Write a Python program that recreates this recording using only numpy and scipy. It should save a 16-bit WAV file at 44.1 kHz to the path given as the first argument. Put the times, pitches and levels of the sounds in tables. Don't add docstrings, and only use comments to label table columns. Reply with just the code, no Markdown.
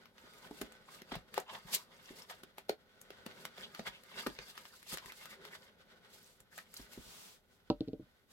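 import sys
import numpy as np
from scipy import signal
from scipy.fft import rfft, irfft
from scipy.io import wavfile

SR = 44100
rng = np.random.default_rng(int(sys.argv[2]) if len(sys.argv) > 2 else 0)


def materialize(psi):
    bounded = np.clip(np.atleast_2d(psi).T, -1, 1)
    quanta = np.round(bounded * 32767).astype(np.int16)
    wavfile.write(sys.argv[1], SR, quanta)


N = 367088
TIME_S = np.arange(N) / SR

# f/Hz, relative level/dB
AIR_SPECTRUM = [(15, -32.5), (25, -7.5), (33, -3), (120, -5), (195, -5.5), (309, -14), (818, -16.5),
                (1040, -26.5), (2690, -40), (3520, -28), (7110, -60), (11300, -26.5), (16000, -34.5)]
SLIDE_SPECTRUM = [(88, -33), (150, -10.5), (270, -4), (383, -12.5), (448, 0), (534, -20), (637, -9),
                  (1310, -7.5), (1830, -11), (3420, -5.5), (6390, -8.5), (16000, -15)]
FLEX_SPECTRUM = [(40, -13.5), (90, -3), (150, -3), (250, 1), (350, -8), (460, 2.5), (650, -6),
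                 (1000, -10.5)]
RUSH_SPECTRUM = [(350, -7.5), (480, -1), (700, -6.5), (1100, -6), (1300, -1), (1480, 5), (1700, -5.5),
                 (1920, -0.5), (2600, -8.5), (3400, -4), (4500, -9), (7000, -19), (12000, -22.5),
                 (16000, -29.5)]
SCRAPE_SPECTRUM = [(350, -18.5), (600, 0.5), (1000, 0), (1500, -0.5), (2000, 2.5), (2600, -7.5),
                   (3300, 3.5), (4500, -9), (6500, -19)]
HISS_SPECTRUM = [(2200, -5.5), (3400, -2), (4600, 0.5), (6000, -4), (8000, -3.5), (10000, -7.5),
                 (11800, -1.5), (13500, -10.5), (16000, -11.5)]
CRACK_SPECTRUM = [(700, -28), (1300, -2), (2000, -3), (2700, -6), (4000, -7), (5500, -11.5), (7500, -18.5)]
SIZZLE_SPECTRUM = [(4500, -11), (7000, 3), (10000, -1), (12000, 2), (16000, -10)]
FLUTTER_SPECTRUM = [(170, -8.5), (280, 8.5), (900, 6), (1400, -30.5)]
TICK_SPECTRUM = [(900, 2), (1300, -14), (1900, -8), (2800, 2.5), (4500, 5), (5600, -7), (8000, -21),
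                 (15000, -25)]

# t/s, level/dB
RUSH_SWELLS = [(0, -63), (.13, -73.5), (.21, -64.5), (.7, -62.5), (1.05, -66), (1.6, -68), (2.3, -66.5),
               (2.86, -71.5), (3.15, -61), (3.5, -61), (4.05, -68), (4.8, -77), (5.45, -61), (5.68, -67.5),
               (6.08, -66.5), (6.46, -73.5), (6.95, -66), (7.4, -75)]
# t/s, level/dB
BINDER_SLIDE = [(6.85, -94), (6.95, -63.5), (7.11, -55.5), (7.27, -56.5), (7.35, -63.5), (7.42, -85.5)]
# peak t/s, half length/s, level/dB
SLEEVE_BRUSHES = [(7.54, 0.025, -75.5), (8.325, 0.016, -64.5)]
# t/s, knock f/Hz, knock level/dB,
# weight level/dB
DESK_BUMPS = [(.238, 252, -51.5, -70), (0.51, 291, -33, -66), (0.623, 240, -36, -50), (1.12, 275, -32, -47),
              (1.162, 152, -42, -42), (1.649, 143, -51, -55), (2.105, 262, -38.5, -65),
              (2.694, 290, -33.5, -72), (2.696, 432, -29, -68), (3.793, 222, -39, -68),
              (3.885, 188, -67, -54.5), (4.27, 256, -33, -43), (4.388, 485, -43.5, -50),
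              (4.928, 160, -43.5, -55), (5.057, 330, -58, -57), (6.405, 110, -59, -67),
              (6.796, 267, -40.5, -48), (6.976, 254, -40.5, -43), (7.064, 120, -62, -50)]
# f/Hz, level re weight/dB, t60/s
HEAVE_MODES = [(119, -2.5, 0.069), (56, -6.5, 0.22)]
# peak t/s, half length/s, scrape level/dB, hiss re scrape/dB
CARD_STROKES = [(0.294, 0.094, -67.5, -3.5), (0.406, .04, -73, 4.5), (0.454, 0.015, -57.5, -8.5),
                (0.592, 0.063, -67, 3.5), (0.942, 0.038, -58, -0.5), (1.14, 0.036, -56.5, -7),
                (1.37, 0.024, -53, -6), (1.545, 0.035, -55, -4), (1.745, 0.056, -57, 2),
                (1.748, .012, -55, 23.5), (1.935, 0.028, -58.5, -14.5), (2.084, 0.055, -62.5, 0.5),
                (2.202, 0.025, -59, 3.5), (2.31, 0.011, -55, 1), (2.347, 0.052, -67.5, 1),
                (3.404, 0.039, -67, 4.5), (3.62, 0.034, -54, -6), (3.78, 0.04, -60, -3.5),
                (3.875, 0.011, -48, -5), (3.93, 0.062, -66.5, -1), (4.112, 0.031, -63, -6),
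                (4.193, 0.021, -48, -8.5), (4.281, 0.089, -58, -4), (4.424, 0.013, -54, -27),
                (4.494, 0.026, -58, 1.5), (4.603, 0.043, -61.5, 1), (4.745, 0.058, -65.5, 4),
                (4.92, 0.035, -58.5, 7.5), (4.937, 0.012, -45.5, -3), (5.071, 0.034, -54, -5),
                (5.168, 0.021, -78.5, 20), (5.233, 0.027, -57, -3), (5.32, 0.021, -60, 2.5),
                (5.468, 0.02, -60, -4), (5.544, 0.021, -56.5, -3.5), (5.646, 0.038, -68.5, 1),
                (6.147, 0.023, -77, 14), (6.25, 0.08, -75, 9.5), (6.584, 0.032, -66.5, 7.5),
                (6.66, 0.073, -77, -2.5), (6.798, 0.048, -69, 9.5), (6.936, 0.025, -64, 4.5)]
# peak t/s, half length/s, f/Hz, level/dB
RASPS_AND_RINGS = [(.888, 0.0044, 990, -57), (1.167, 0.012, 730, -63), (1.501, .017, 920, -51),
                   (1.502, 0.018, 3050, -56.5), (1.555, 0.018, 880, -50), (1.708, 0.026, 930, -58.5),
                   (1.734, .003, 4690, -39.5), (1.78, 0.031, 1020, -58.5), (2.312, 0.0028, 760, -48),
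                   (2.695, 0.0013, 3920, -31.5), (3.642, 0.01, 3170, -47), (3.867, 0.0048, 1430, -43),
                   (3.952, .019, 2770, -57), (4.186, 0.013, 1860, -52), (4.198, .012, 970, -64),
                   (4.268, 0.0026, 1400, -33), (4.741, 0.0072, 1330, -58), (5.102, 0.0077, 2090, -51),
                   (5.263, 0.012, 1330, -58), (5.322, 0.017, 1960, -55.5), (5.431, 0.058, 407, -63.5),
                   (5.535, 0.006, 1970, -52.5), (6.531, 0.0091, 1680, -59.5), (6.589, 0.0065, 1720, -48.5),
                   (6.769, 0.0021, 4300, -43)]
# t/s, swing level/dB, sheet f/Hz, burst time scale/s, sizzle re crack/dB
SHEET_BUCKLES = [(0.613, -42, 235, 0.0024, -1), (.616, -42, 250, 0.0031, -1), (1.018, -54, 284, 0.0019, -6),
                 (1.119, -44, 890, 0.0043, -14), (1.153, -44.5, 780, 0.0061, -5.5),
                 (1.3778, -30.5, 760, 0.0023, -6), (2.4335, -54, 332.6, 0.0028, -4),
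                 (2.5823, -49.5, 764, 0.001, -2), (2.6944, -32.5, 570, 0.0015, -4),
                 (3.104, -52, 460, 0.0021, -10), (3.2626, -45.5, 276, 0.0022, -3),
                 (3.581, -53, 580, 0.0013, -12), (3.7935, -44, 510, 0.0023, -23),
                 (4.2641, -39, 382, 0.0022, -7.5), (4.268, -37, 368, 0.0022, -3.5),
                 (4.939, -49.5, 433, 0.005, 5), (6.578, -55.5, 700, 0.0018, 2)]
# t/s, crack level/dB, sizzle re crack/dB
CREASE_FLICKS = [(0.0562, -59, -10), (0.1807, -59, -24), (.2, -72, -22), (0.3352, -62, -6),
                 (0.7214, -60.5, 1), (1.3412, -48, -2), (1.4, -58, 8.5), (2.091, -58, -14),
                 (2.298, -52, -20.5), (3.014, -63, 9), (3.312, -58.5, -14), (3.452, -42.5, -4),
                 (3.748, -49, -9.5), (4.035, -62.5, 0), (4.388, -45.5, -22), (4.577, -48, -8),
                 (4.653, -54, -10), (4.828, -58, -2.5), (4.9234, -54, 5), (4.972, -45, -2.5),
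                 (4.983, -46.5, -23), (5.0586, -54, -1.5), (5.1204, -51.5, -5), (5.2558, -52, -2),
                 (5.4513, -51.5, -8), (6.403, -66, 6.5), (6.5861, -51, -17), (6.74, -57.5, 6.5),
                 (6.772, -63.5, 11.5), (6.9326, -60, 3)]
# f/Hz, relative level/dB, t60/s
DESK_MODES = [(43.2, -15.5, 0.55), (131, -12.5, 0.086), (214, -10.5, 0.073), (274.5, 1, 0.086),
              (316.5, 2.5, 0.056), (432, 4.5, 0.036), (605, -9.5, 0.12), (746, -6.5, 0.049),
              (970, -3.5, 0.035), (1265, -22.5, 0.076)]
# t/s, thud level/dB, tick level/dB, contact time/s
DIE_BOUNCES = [(7.701, -17.5, -42, 0.00036), (7.8070, -24.5, -52.5, 0.0015), (7.876, -33.5, -70, 0.0023),
               (7.8832, -32, -62, 0.00152), (7.932, -30, -67, 0.0015), (7.996, -38, -86, 0.0017),
               (8.026, -52, -94, 0.004)]


def from_db(db):
    return 10 ** (np.asarray(db) / 20)


def unit_rms(x):
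    return x / np.sqrt(np.mean(x ** 2) + 1e-20)


def unit_blow(x):
    return x / np.sqrt(np.mean(np.sum(x ** 2, axis=-1)) / (SR / 100) + 1e-20)


def envelope(curve):
    return from_db(np.interp(TIME_S, *np.transpose(curve)))


def add(out, start_s, x):
    i = max(round(start_s * SR), 0)
    out[..., i:i + x.shape[-1]] += x[..., :N - i]


def colour(x, spectrum, size=4096):
    hz, db = np.transpose(spectrum)
    octave = np.log2(np.maximum(np.fft.rfftfreq(size, 1 / SR), 5))
    beyond = np.abs(octave - np.clip(octave, np.log2(hz[0]), np.log2(hz[-1])))
    response_db = np.interp(octave, np.log2(hz), db) - 20 * np.minimum(beyond, 2)
    cepstrum = irfft(np.log(from_db(response_db)))
    cepstrum[1:size // 2] *= 2
    cepstrum[size // 2 + 1:] = 0
    impulse = irfft(np.exp(rfft(cepstrum)))
    return signal.oaconvolve(x, impulse[None], axes=-1)[:, :x.shape[-1]]


def butter(x, kind, hz):
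    return signal.sosfilt(signal.butter(2, hz, kind, fs=SR, output="sos"), x + 1e-18)


def resonance(x, hz, width_hz):
    r = np.exp(-np.pi * width_hz / SR)
    feedback = [1, -2 * r * np.cos(2 * np.pi * hz / SR), r * r]
    return signal.lfilter(np.array([1, 0, -1]) * (1 - r * r) / 2, feedback, x)


def drift(rate_hz, count=4096):
    return unit_rms(np.interp(TIME_S * rate_hz, np.arange(count), rng.standard_normal(count)))


def noise(correlation, count=N):
    mid, side = rng.standard_normal((2, count))
    return (np.sqrt(1 + correlation) * mid + np.sqrt(1 - correlation) * side * [[1], [-1]]) / np.sqrt(2)


def grainy_noise(spectrum, correlation, grain_rate_hz, share, judder_db, judder_hz):
    sizes = from_db(2 * np.minimum(rng.exponential(1, N), 4))
    grains = unit_rms(noise(correlation) * sizes * (rng.random(N) < grain_rate_hz / SR))
    drive = np.sqrt(share) * grains + np.sqrt(1 - share) * noise(correlation)
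    judder = from_db(judder_db * drift(judder_hz))
    return unit_rms(colour(drive * judder, spectrum))


def place(x, right_lag_s):
    return np.array([x[0], np.roll(x[1], round(right_lag_s * SR))])


def hand_speed(peak_s, half_s, lean=0.059):
    start_s = max(peak_s - 6 * half_s, 0)
    t = np.arange(start_s - peak_s, 6 * half_s, 1 / SR)
    sigma_s = half_s * (1 - lean * np.sign(t))
    return start_s, np.exp(-.5 * (t / sigma_s) ** 2)


def room(x, wet_db, t60_s=0.13, treble_t60_s=0.055, first_echo_s=0.003):
    t = np.arange(SR // 3) / SR
    low = butter(noise(0.6, len(t)), "low", 800)
    middle = butter(noise(0.04, len(t)), "band", [800, 5500])
    high = butter(noise(0, len(t)), "high", 5500)
    echoes = (low + middle) * from_db(-60 * t / t60_s) + high * from_db(3 - 60 * t / treble_t60_s)
    echoes *= t > first_echo_s
    echoes /= np.sqrt(np.sum(echoes ** 2) / 2)
    return x + from_db(wet_db) * signal.oaconvolve(x, echoes, axes=-1)[:, :N]


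def room_air(level_db=-75.5):
    return from_db(level_db) * unit_rms(colour(noise(0.56), AIR_SPECTRUM))


def hollow_rush():
    rush = grainy_noise(RUSH_SPECTRUM, 0.34, grain_rate_hz=790, share=0.27, judder_db=2.5, judder_hz=38)
    return from_db(-1) * envelope(RUSH_SWELLS) * rush


def desk_sliding():
    gain = envelope(BINDER_SLIDE) * (TIME_S > BINDER_SLIDE[0][0])
    for peak_s, half_s, db in SLEEVE_BRUSHES:
        start_s, speed = hand_speed(peak_s, half_s)
        add(gain, start_s, from_db(db) * speed)
    return gain * unit_rms(colour(noise(0.12), SLIDE_SPECTRUM))


def desk_bumps(rise_s=0.001, knock_t60_s=0.048):
    out, t = np.zeros((2, N)), np.arange(SR // 2) / SR
    for at_s, knock_hz, knock_db, weight_db in DESK_BUMPS:
        heave = [(hz, weight_db + db, t60_s) for hz, db, t60_s in HEAVE_MODES]
        for hz, db, t60_s in [(knock_hz, knock_db, knock_t60_s)] + heave:
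            brush = unit_rms(resonance(noise(1, len(t)), 0.97 * hz, hz))
            dull_brush = signal.lfilter([.1], [1, -.9], brush)
            swing = np.sin(2 * np.pi * hz * t) + from_db(-7) * dull_brush
            add(out, at_s, from_db(db - 60 * t / t60_s) * (1 - np.exp(-t / rise_s)) * swing)
    return butter(out, "high", 35.4)


def sheet_flex():
    return unit_rms(colour(noise(0.91), FLEX_SPECTRUM)) * from_db(2 * drift(30))


def crinkle(low_hz, high_hz, rate_hz, q, spread_db, bands=9):
    fired = rng.random(N) < rate_hz * from_db(4 * drift(45)) / SR
    clicks = fired * from_db(spread_db * np.minimum(rng.exponential(1, N), 3)) * noise(0.4)
    band, out = rng.integers(0, bands, N), 0
    for k, hz in enumerate(np.geomspace(low_hz, high_hz, bands)):
        out += resonance(clicks * (band == k) + 1e-18, hz, hz / q) / np.sqrt(hz)
    return unit_rms(out)


def pocket_bowing(low_hz=950, high_hz=4600, q=20, shift_db=7, shift_rate_hz=16, bands=7):
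    drive, out = noise(0.4), 0
    for hz in np.geomspace(low_hz, high_hz, bands):
        gain = from_db(shift_db * np.minimum(drift(shift_rate_hz), 1.5))
        out += gain * resonance(drive, hz, hz / q) / np.sqrt(hz)
    return unit_rms(out)


def stroke_gains():
    out = np.zeros((2, N))
    for peak_s, half_s, db, hiss_db in CARD_STROKES:
        start_s, speed = hand_speed(peak_s, half_s)
        add(out, start_s, from_db([[db], [db + hiss_db]]) * speed)
    return out


def pocket_rustle():
    scrape, hiss = stroke_gains()
    card = grainy_noise(SCRAPE_SPECTRUM, 0.3, grain_rate_hz=800, share=0.21, judder_db=7.5, judder_hz=76)
    film = grainy_noise(HISS_SPECTRUM, 0.1, grain_rate_hz=540, share=0.096, judder_db=2.5, judder_hz=80)
    out = from_db(-0.5) * scrape * card + from_db(-0.55) * hiss * film
    out += from_db(-2.5) * scrape * pocket_bowing()
    pushed = np.minimum(scrape, 2 * hiss)
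    out += from_db(-4) * pushed * crinkle(1000, 4800, rate_hz=230, q=18, spread_db=4.5)
    out += from_db(-10) * hiss * crinkle(4000, 13000, rate_hz=190, q=31, spread_db=7)
    rumble_gain = from_db(-4.5) * envelope(RUSH_SWELLS) + from_db(-12.5) * scrape
    return out + rumble_gain * sheet_flex()


def rasps_and_rings(relative_width=0.38):
    out, t = np.zeros((2, N)), np.arange(-SR // 10, SR // 10) / SR
    for peak_s, half_s, hz, db in RASPS_AND_RINGS:
        width_hz = hz * relative_width
        tone = resonance(resonance(noise(1, len(t)), hz, width_hz), hz, width_hz)
        add(out, peak_s + t[0], from_db(db) * unit_rms(tone) * np.exp(-.5 * (t / half_s) ** 2))
    return out


def add_snap(out, at_s, hz, swing_db, crack_db, sizzle_db, scale_s,
             rise_s=0.00076, lead_in_s=0.0055, chatter_s=0.02, decay_cycles=0.97):
    t = np.arange(-512, 4096) / SR
    since_s = np.maximum(t, 0)
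    release = np.exp(-(since_s / (1.44 * scale_s)) ** 2)
    chatter = from_db(-21) * np.exp(-since_s / chatter_s)
    lead_in = from_db(-19) * np.exp(-np.abs(t) / lead_in_s)
    burst = (1 - np.exp(-since_s / rise_s)) * (release + chatter) + lead_in
    cracks = noise(0.13, len(t)) * burst
    cycles = since_s * hz
    swing = np.sin(2 * np.pi * cycles) * cycles * np.exp(-2 * cycles / decay_cycles)
    swing = unit_blow(butter(swing, "high", hz / 2))
    flutter = unit_blow(colour(noise(0.82, len(t)) * burst, FLUTTER_SPECTRUM))
    sheet = from_db(swing_db) * unit_blow(swing + from_db(-5.5) * flutter)
    crack = from_db(crack_db) * unit_blow(colour(cracks, CRACK_SPECTRUM))
    sizzle = from_db(crack_db + sizzle_db) * unit_blow(colour(cracks, SIZZLE_SPECTRUM))
    pan_db = rng.normal(0.8, 0.8)
    add(out, at_s + t[0], from_db([[pan_db / 2], [-pan_db / 2]]) * (sheet + crack + sizzle))


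def film_snaps(typical_swing_db=-46, typical_crack_db=-48.5, flick_hz=1080):
    out = np.zeros((2, N))
    for at_s, swing_db, hz, scale_s, sizzle_db in SHEET_BUCKLES:
        crack_db = typical_crack_db + 0.57 * (swing_db - typical_swing_db)
        add_snap(out, at_s, hz, swing_db, crack_db, sizzle_db, scale_s)
    for at_s, crack_db, sizzle_db in CREASE_FLICKS:
        hz = flick_hz * 2 ** rng.uniform(-0.34, 0.84)
        add_snap(out, at_s, hz, crack_db - 7.5, crack_db, sizzle_db, scale_s=0.0014)
    return out


def die_throw(tick_s=0.001, rattle_db=-19, rattle_s=0.013, spread_s=0.00085):
    out, t = np.zeros((2, N)), np.arange(SR // 2) / SR
    for at_s, thud_db, tick_db, contact_s in DIE_BOUNCES:
        force = np.sin(np.pi * np.minimum(t / contact_s, 1))
        spot = rng.normal(0, [1.5, .025], (len(DESK_MODES), 2))
        modes = sum(from_db(db + offset_db - 60 * t / t60_s) * np.sin(2 * np.pi * hz * (1 + detune) * t)
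                    for (hz, db, t60_s), (offset_db, detune) in zip(DESK_MODES, spot))
        modes *= 1 - np.exp(-t / spread_s)
        thud = butter(signal.fftconvolve(modes, force)[:len(t)], "high", 82)
        decay = np.exp(-t / tick_s) + from_db(rattle_db) * np.exp(-t / rattle_s)
        tick = colour(noise(0.76, len(t)) * decay, TICK_SPECTRUM)
        add(out, at_s, from_db(thud_db) * thud / np.abs(thud).max() + from_db(tick_db) * unit_blow(tick))
    return out


def scene():
    near = hollow_rush() + pocket_rustle() + rasps_and_rings() + film_snaps()
    near += desk_bumps() + desk_sliding()
    die = room(place(die_throw(), right_lag_s=-.00009), wet_db=-15)
    return room_air() + room(place(near, right_lag_s=.00013), wet_db=-9) + die


def record(dry):
    return signal.sosfilt(signal.ellip(12, .1, 70, 16200, fs=SR, output="sos"), dry)


dry = scene()
out = record(dry)
materialize(out)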